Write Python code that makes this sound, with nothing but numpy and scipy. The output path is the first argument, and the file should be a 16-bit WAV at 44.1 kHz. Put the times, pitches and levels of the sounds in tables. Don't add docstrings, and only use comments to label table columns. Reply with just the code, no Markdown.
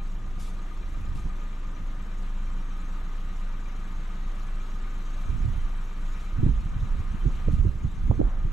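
import sys
import numpy as np
from scipy import signal
from scipy.fft import rfft, irfft, next_fast_len
from scipy.io import wavfile
from scipy.ndimage import uniform_filter1d, map_coordinates

SR = 44100
rng = np.random.default_rng(int(sys.argv[2]) if len(sys.argv) > 2 else 0)


def to_wav(s):
    ch = np.atleast_2d(s).T
    pcm = np.round(np.clip(ch, -1, 1) * 32767)
    wavfile.write(sys.argv[1], SR, pcm.astype(np.int16))


N = 375732


def amp(db):
    return 10 ** (np.asarray(db) / 20)


def unit_rms(x):
    return x / np.sqrt(np.mean(x ** 2) + 1e-20)


def log_interp(points, hz):
    freq_hz, values = np.transpose(points)
    return np.interp(np.log(hz + 1), np.log(freq_hz + 1), values)


def curves(rows):
    time_s, *columns = np.transpose(rows)
    return [np.interp(np.arange(N) / SR, time_s, column) for column in columns]


def wobble(rate_hz):
    knots = rng.standard_normal(int(N * rate_hz / SR) + 4)
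    coarse = np.arange(0, N + 64, 64)
    return np.interp(np.arange(N), coarse, map_coordinates(knots, [coarse * rate_hz / SR]))


def filtered(x, response):
    edge = SR // 4
    size = next_fast_len(N + 2 * edge)
    spectrum = rfft(np.pad(x, [(0, 0), (edge, edge)], "reflect"), size)
    return irfft(spectrum * response(np.fft.rfftfreq(size, 1 / SR)), size)[..., edge:edge + N]


def noise(spectrum, patchy_db):
    bins = signal.stft(rng.standard_normal((2, N)), nperseg=512)[2]
    patches = rng.standard_normal(bins.shape[1:])
    patches = uniform_filter1d(uniform_filter1d(patches, size=5, axis=0), size=5, axis=1)
    pair = signal.istft(bins * amp(patchy_db * unit_rms(patches)), nperseg=512)[1][:, :N]
    return unit_rms(filtered(pair, lambda hz: amp(log_interp(spectrum, hz))))


def resonate(x, modes):
    def bank(hz):
        return sum(amp(db / 2) * 1j * hz * width_hz / (pitch_hz ** 2 - hz ** 2 + 1j * hz * width_hz)
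                   for pitch_hz, width_hz, db in modes)
    return unit_rms(filtered(x, lambda hz: bank(hz) ** 2))


# freq_hz, left_right_coherence
COHERENCE = [(60, 1.0), (130, 1), (280, 0.97), (600, 0.87), (1300, 0.74), (2810, 0.57), (4500, 0.51),
             (6070, 0.95), (8500, 0.95), (13100, 0.93)]
# freq_hz, left_over_right_db
BALANCE = [(60, 2), (200, .5), (360, 1), (660, 2), (1200, 3.5), (2180, 4.5), (3960, 1.5), (7200, 1.5),
           (10500, 0), (12000, 31), (13600, 18)]
# freq_hz, left_lead_rad
PHASE_LEAD = [(100, 0), (600, -0.08), (1210, -0.55), (2410, -0.8), (3700, -0.25), (4650, .4), (5300, 0)]
def from_left(pair):
    def blend(hz):
        angle = np.arccos(np.clip(log_interp(COHERENCE, hz), 0, 1)) / 2
        return np.array([np.cos(angle), np.sin(angle)])

    def gaps(hz):
        left = amp(log_interp(BALANCE, hz) / 2) * np.exp(.5j * log_interp(PHASE_LEAD, hz))
        return np.array([left, 1 / left])

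    mid, side = filtered(pair, blend)
    return filtered(np.array([mid + side, mid - side]), gaps)


# shaft_order, level_db
EXHAUST_ORDERS = [(6, -60.5), (7, -54.5), (9, -55.5), (11, -64.5), (12, -61.5), (15, -60.5), (21, -57),
                  (22, -56), (24, -61), (30, -69.5), (33, -66.5), (36, -66.5), (39, -72.5), (42, -68.5),
                  (44, -69.5)]
def hum_and_exhaust(turns, hum_db):
    lead_turns, lag_turns = .048, .24
    gain = amp(hum_db + 1.2 * wobble(9))
    tones = gain * np.sin(2 * np.pi * 3 * (turns + lead_turns) + .1 * wobble(6))
    for order, level_db in EXHAUST_ORDERS:
        gain = amp(level_db + 1.8 * wobble(4))
        tones += gain * np.sin(2 * np.pi * order * (turns - lag_turns) + .35 * wobble(3))
    return np.sqrt(2) * tones


# pitch_hz, width_hz, level_db
BELT_MODES = [(908, 36, -8), (1085, 30, -8), (1165, 14, -7), (1184, 14, -3), (1228, 15, 0), (1245, 12, -1),
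              (1274, 12, -2.5), (1384, 15, -8), (1427, 15, -6), (1498, 16, -3.5), (1700, 34, -8),
              (1918, 30, -8), (2136, 30, -8.5), (2270, 20, -11), (2376, 26, -9), (2590, 32, -14),
              (2858, 30, -12.5), (3101, 36, -12), (3750, 34, -14), (4027, 26, -13)]
def belt_whine(turns, firing, uneven):
    tension = np.cos(2 * np.pi * (turns - .2))
    level_db = -2 - 1.75 * firing + uneven * (3 * tension - 14)
    white = noise([(100, 0)], patchy_db=1.5)
    return amp(level_db) * resonate(white, BELT_MODES)


BLOW_DB = [0, -13, -6, -15, -15, -15]
# pitch_hz, width_hz, level_db
COVER_MODES = [(1225, 40, 0), (2378, 70, -20), (4025, 100, -25)]
# pitch_hz, width_hz, level_db
VALVE_MODES = [(2378, 60, 0), (2790, 70, -7), (3120, 70, -7), (3750, 70, -9), (4030, 60, -10)]
def rattle(turns, uneven, modes):
    jitter_s, echo_s = .001, .004
    step = ((turns + .94) * len(BLOW_DB)).astype(int)
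    onsets = np.flatnonzero(np.diff(step))
    force_scatter, time_scatter, echo_scatter = rng.standard_normal((len(onsets), 3)).T
    pattern_db = np.take(BLOW_DB, step[onsets + 1] % len(BLOW_DB))
    force = amp(uneven[onsets] * pattern_db + .9 * force_scatter)
    force /= np.sqrt(uniform_filter1d(force ** 2, size=12))
    direct = np.clip(onsets + (jitter_s * SR * time_scatter).astype(int), 0, N - 1)
    echo = np.clip(direct + (echo_s * SR * (1 + .322 * echo_scatter)).astype(int), 0, N - 1)
    blows = np.array([np.bincount(direct, force, N), np.bincount(echo, force, N)])
    return resonate(blows, modes)


# freq_hz, density_db
FAN_SPECTRUM = [(290, -20), (500, -10), (757, -10.5), (845, -15.5), (905, -6.5), (1030, -7), (1260, -4.5),
                (1350, -8.5), (1470, -8.5), (2350, -13), (3500, -16), (3950, -17.5), (4200, -20.5),
                (4880, -26), (6520, -21), (12500, -44), (13600, -42.5)]
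def fan_rush(firing, treble_db):
    def highpass(hz, corner_hz=4000):
        return hz ** 2 / (hz ** 2 + corner_hz ** 2)

    low = filtered(noise(FAN_SPECTRUM, patchy_db=1.5), lambda hz: 1 - highpass(hz))
    treble = filtered(noise(FAN_SPECTRUM, patchy_db=3), highpass)
    pulse = amp(treble_db + 1.5 * firing + .6 * wobble(6) + .66 * wobble(14))
    return low + pulse * treble


# freq_hz, density_db
DRONE_SPECTRUM = [(18, -27), (30, -7.5), (52, -14), (81, -21.5), (134, -23.5), (184, -22.5), (232, -26.5),
                  (425, -35.5), (642, -45.5), (800, -35), (1040, -90), (1760, -120)]
def body_drone(firing):
    return amp(-44 + 1.5 * firing + .6 * wobble(12)) * noise(DRONE_SPECTRUM, patchy_db=1.5)


# time_s, firing_hz
FIRING_RATE = [(0, 25.3), (.6, 25.5), (1, 25.64), (2.4, 25.62), (2.8, 25.2), (3.8, 25.25), (4.2, 25.45),
               (5.4, 25.4), (5.8, 25.05), (6.4, 25.1), (7, 25.4), (8.52, 25.2)]
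# time_s, hum_db, rush_db, treble_re_rush_db, unevenness
ENGINE_MIX = [(0, -30, -53.5, 0.5, 0.42), (.6, -31, -51.5, 0, 1.23), (2, -30, -51, -1, 0.83),
              (2.4, -28.5, -51.5, 0.5, 0.25), (3.7, -28.5, -51, 0.5, 0.24), (5.2, -29, -50.5, 2, 0.21),
              (6.3, -28.5, -50.5, 1.5, 0.22), (7.5, -28.5, -49.5, -0.5, 0.39), (7.75, -30, -52.5, 1, 0.52),
              (8.1, -27.5, -53, 2.5, 0.46), (8.52, -24.5, -50.5, -5.5, 0.7)]
def engine():
    hum_db, rush_db, treble_db, uneven = curves(ENGINE_MIX)
    firing_hz, = curves(FIRING_RATE)
    turns = .057 + np.cumsum(firing_hz) / SR / 3
    firing = np.cos(2 * np.pi * 3 * turns)
    hum = hum_and_exhaust(turns, hum_db)
    whine = belt_whine(turns, firing, uneven)
    cover = amp(-15.5 + 9 * uneven) * rattle(turns, uneven, COVER_MODES)
    valves = amp(-19) * rattle(turns, np.full(N, 1.1), VALVE_MODES)
    bay = amp(rush_db) * (whine + cover + valves + fan_rush(firing, treble_db))
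    return hum + from_left(bay + body_drone(firing))


# freq_hz, density_db
HISS_SPECTRUM = [(1200, -35), (2300, 1), (3500, 4), (5500, 0.5), (7500, 1.5), (10000, -4.5), (13600, -10)]
# start_s, hold_s, t60_s, level_db
HISS_BURSTS = [(0.39, 0.037, 0.32, -52.5), (.455, 0.049, 0.087, -64), (1.143, .03, 0.44, -58.5),
               (6.19, .03, .36, -65), (7.507, .03, 0.28, -62.5)]
def hisses():
    attack_s = .01
    t, envelope = np.arange(N) / SR, np.zeros(N)
    for start_s, hold_s, t60_s, level_db in HISS_BURSTS:
        gate = np.clip((t - start_s) / attack_s, 0, 1) * (t < start_s + 1)
        envelope += gate * amp(level_db - 60 * np.clip(t - start_s - hold_s, 0, 1) / t60_s)
    shared, diffuse = noise(HISS_SPECTRUM, patchy_db=2.5)
    return envelope * np.array([shared + .3 * diffuse, shared - .2 * diffuse])


def eddies(spectrum, shared, rate_hz):
    mid, side = noise(spectrum, patchy_db=-.5)
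    mid, side = shared * mid, (1 - shared) * side
    lumps = amp(1.6 * wobble(rate_hz))
    return unit_rms(lumps * np.array([mid + side, mid - side]))


# freq_hz, density_db
RUMBLE_SPECTRUM = [(8, 0.5), (18, 7.5), (35, 12), (80, 1.5), (130, -8.5), (250, -20.5), (500, -120)]
# freq_hz, density_db
FLUTTER_SPECTRUM = [(30, -62), (70, -13), (130, 3.5), (220, -4), (350, -16), (600, -54), (1200, -120)]
# freq_hz, density_db
SLAP_SPECTRUM = [(80, -61), (180, 3), (300, 8.5), (500, -2), (800, -16.5), (1200, -18.5), (2000, -75),
                 (3000, -120)]
# time_s, level_db
WIND_STRENGTH = [(0, -47), (.3, -37), (.6, -44.5), (1.1, -32.5), (1.3, -37.5), (1.45, -54), (3, -46.5),
                 (4, -52.5), (4.7, -47), (5.2, -51), (5.3, -26), (5.6, -30), (5.7, -44.5), (6.3, -45.5),
                 (6.4, -16.5), (6.6, -33), (7, -29.5), (7.1, -34.5), (7.42, -33.5), (7.55, -22.5),
                 (7.72, -27), (7.8, -41), (8.05, -25), (8.25, -22.5), (8.33, -31), (8.52, -30.5)]
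def wind():
    flutter_db, slap_db, calm_db, pan_db_per_db = -20, -42, -50, -.23
    wind_db, = curves(WIND_STRENGTH)
    power = amp(wind_db + np.array([[0], [flutter_db], [slap_db]])) ** 2
    rumble_gain, flutter_gain, slap_gain = np.sqrt(power + stirred_power())
    air = rumble_gain * eddies(RUMBLE_SPECTRUM, shared=.79, rate_hz=20)
    air += flutter_gain * eddies(FLUTTER_SPECTRUM, shared=.66, rate_hz=40)
    air += slap_gain * eddies(SLAP_SPECTRUM, shared=.65, rate_hz=70)
    left = np.maximum(rumble_gain / amp(calm_db), 1) ** (pan_db_per_db / 2)
    return air * np.array([left, 1 / left])


# start_s, level_db, pitch_hz, slap_re_push_db
STRONG_EDDIES = [(1.154, -29.5, 170, -30), (1.252, -28, 140, -34), (1.796, -34.5, 119, -37),
                 (5.285, -26, 34.5, -45), (5.345, -29, 112, -40), (5.446, -18.5, 68.6, -40),
                 (5.476, -17, 81.6, -46), (5.556, -23, 34, -47), (5.633, -23, 32, -47),
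                 (6.385, -21.5, 105, -43), (6.43, -12, 104, -26.5), (6.459, -11, 127, -34),
                 (6.491, -13, 98, -47), (6.524, -20.5, 42, -47), (6.56, -19, 38.3, -49),
                 (6.653, -22.5, 94, -43), (6.76, -22, 114, -40), (6.825, -17, 64.6, -33),
                 (6.99, -22.5, 70, -43), (7.14, -21, 120, -54), (7.259, -13.5, 82.5, -27),
                 (7.477, -14.5, 124, -24), (7.531, -17, 111, -39), (7.585, -16, 67.7, -42),
                 (7.626, -13.5, 40, -31), (7.655, -10.5, 72.5, -32), (7.748, -21.5, 75.5, -39),
                 (7.842, -14, 82.5, -42), (7.971, -26, 80, -47), (8.051, -20, 42, -45),
                 (8.098, -8, 95.6, -20), (8.193, -22, 280, -10), (8.227, -21.5, 39.5, -22),
                 (8.447, -18.5, 96, -26)]
def thumps():
    push_attack_s, slap_attack_s, slap_t60_s, pan_db = .0015, .0014, .22, -6
    pan = amp([[pan_db / 2], [-pan_db / 2]])
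    out, t = np.zeros((2, N + SR)), np.arange(SR // 8) / SR
    small_eddies = np.pad(noise(SLAP_SPECTRUM, patchy_db=3), [(0, 0), (0, SR)])
    for start_s, level_db, pitch_hz, slap_db in STRONG_EDDIES:
        start = round(start_s * SR)
        span = slice(start, start + len(t))
        phase = np.pi * (t * pitch_hz - .7)
        push = np.clip(t / push_attack_s, 0, 1) * (1 - 2 * phase ** 2) * np.exp(-phase ** 2)
        slap_age_s = t - .8 / pitch_hz
        slap_gain = amp(slap_db - 60 * slap_age_s / slap_t60_s)
        slap_gain *= np.clip(slap_age_s / slap_attack_s, 0, 1)
        out[:, span] += amp(level_db) * (push + slap_gain * small_eddies[:, span]) * pan
    return out[:, :N]


def stirred_power():
    stir_db, lag_s, half_cycles, slap_half_s = -8.5, .012, 1.6, .01
    t, power = np.arange(N) / SR, np.zeros((3, N))
    for start_s, level_db, pitch_hz, slap_db in STRONG_EDDIES:
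        flutter_db = -8 + 11 * np.log2(pitch_hz / 100)
        mix_db = np.array([[0], [flutter_db], [slap_db]])
        half_s = [[half_cycles / pitch_hz], [half_cycles / pitch_hz], [slap_half_s]]
        span = slice(round((start_s - .2) * SR), round((start_s + .2) * SR))
        swell = np.exp(-((t[span] - start_s - lag_s) / half_s) ** 2)
        power[:, span] += amp(level_db + stir_db + mix_db) ** 2 * swell
    return power


# centre_s, level_db, pitch_hz, half_length_cycles, left_over_right_db, left_lag_s
MEMBRANE_SNAPS = [(6.433, -20, 302, 1.2, -4, .0005), (6.468, -26.5, 269, 1.6, -11, .0005),
                  (7.2584, -27, 315, 1, -13, 0.00039), (7.4857, -23, 444, 0.95, -12.5, .0003),
                  (7.653, -26, 350, 1.5, -9, 0.00031), (7.666, -45, 445, 1, -5, 0.00062),
                  (8.113, -19, 610, 0.4, -15, 0.00022), (8.202, -15, 306, 1.9, -8.5, 0.00065),
                  (8.215, -11, 510, 0.72, -3.5, 0.00048)]
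def snaps():
    out, window_s = np.zeros((2, N)), np.arange(-SR // 50, SR // 50) / SR
    for centre_s, level_db, pitch_hz, half_cycles, pan_db, lag_s in MEMBRANE_SNAPS:
        cycles = pitch_hz * (window_s - np.array([[lag_s], [0]]))
        snap = np.cos(2 * np.pi * cycles) * np.exp(-(cycles / half_cycles) ** 2)
        start = round((centre_s + window_s[0]) * SR)
        out[:, start:start + len(window_s)] += amp(level_db) * snap * amp([[pan_db / 2], [-pan_db / 2]])
    return out


# freq_hz, density_db
SWISH_SPECTRUM = [(250, -40), (500, 0), (900, 1), (1700, -5.5), (2600, -25), (5000, -80)]
def swish():
    centre_s, half_s, level_db = 8.31, .094, -47.5
    swell = np.exp(-((np.arange(N) / SR - centre_s) / half_s) ** 2)
    return amp(level_db) * swell * from_left(noise(SWISH_SPECTRUM, patchy_db=1.5))


# freq_hz, left_lead_rad
AIR_PHASE = [(130, 0), (250, -.5), (500, -1.1), (1000, -1.2)]
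def scene():
    air = wind() + thumps() + snaps()
    air = filtered(air, lambda hz: np.exp(.5j * log_interp(AIR_PHASE, hz) * np.array([[1], [-1]])))
    return engine() + hisses() + air + swish()


def record(dry):
    follow_s, threshold_db, ceiling, cutoff_hz = .35, -20.5, .42, 13700
    pole = np.exp(-1 / (follow_s * SR))
    power = signal.lfilter([1 - pole], [1, -pole], np.mean(dry ** 2, axis=0))
    ducked = dry * (1 + (power / amp(threshold_db) ** 2) ** 2) ** -.25
    clipped = ducked / (1 + (ducked / ceiling) ** 4) ** .25
    return filtered(clipped, lambda hz: 1 / (1 + (hz / cutoff_hz) ** 60))


dry = scene()
out = record(dry)
to_wav(out)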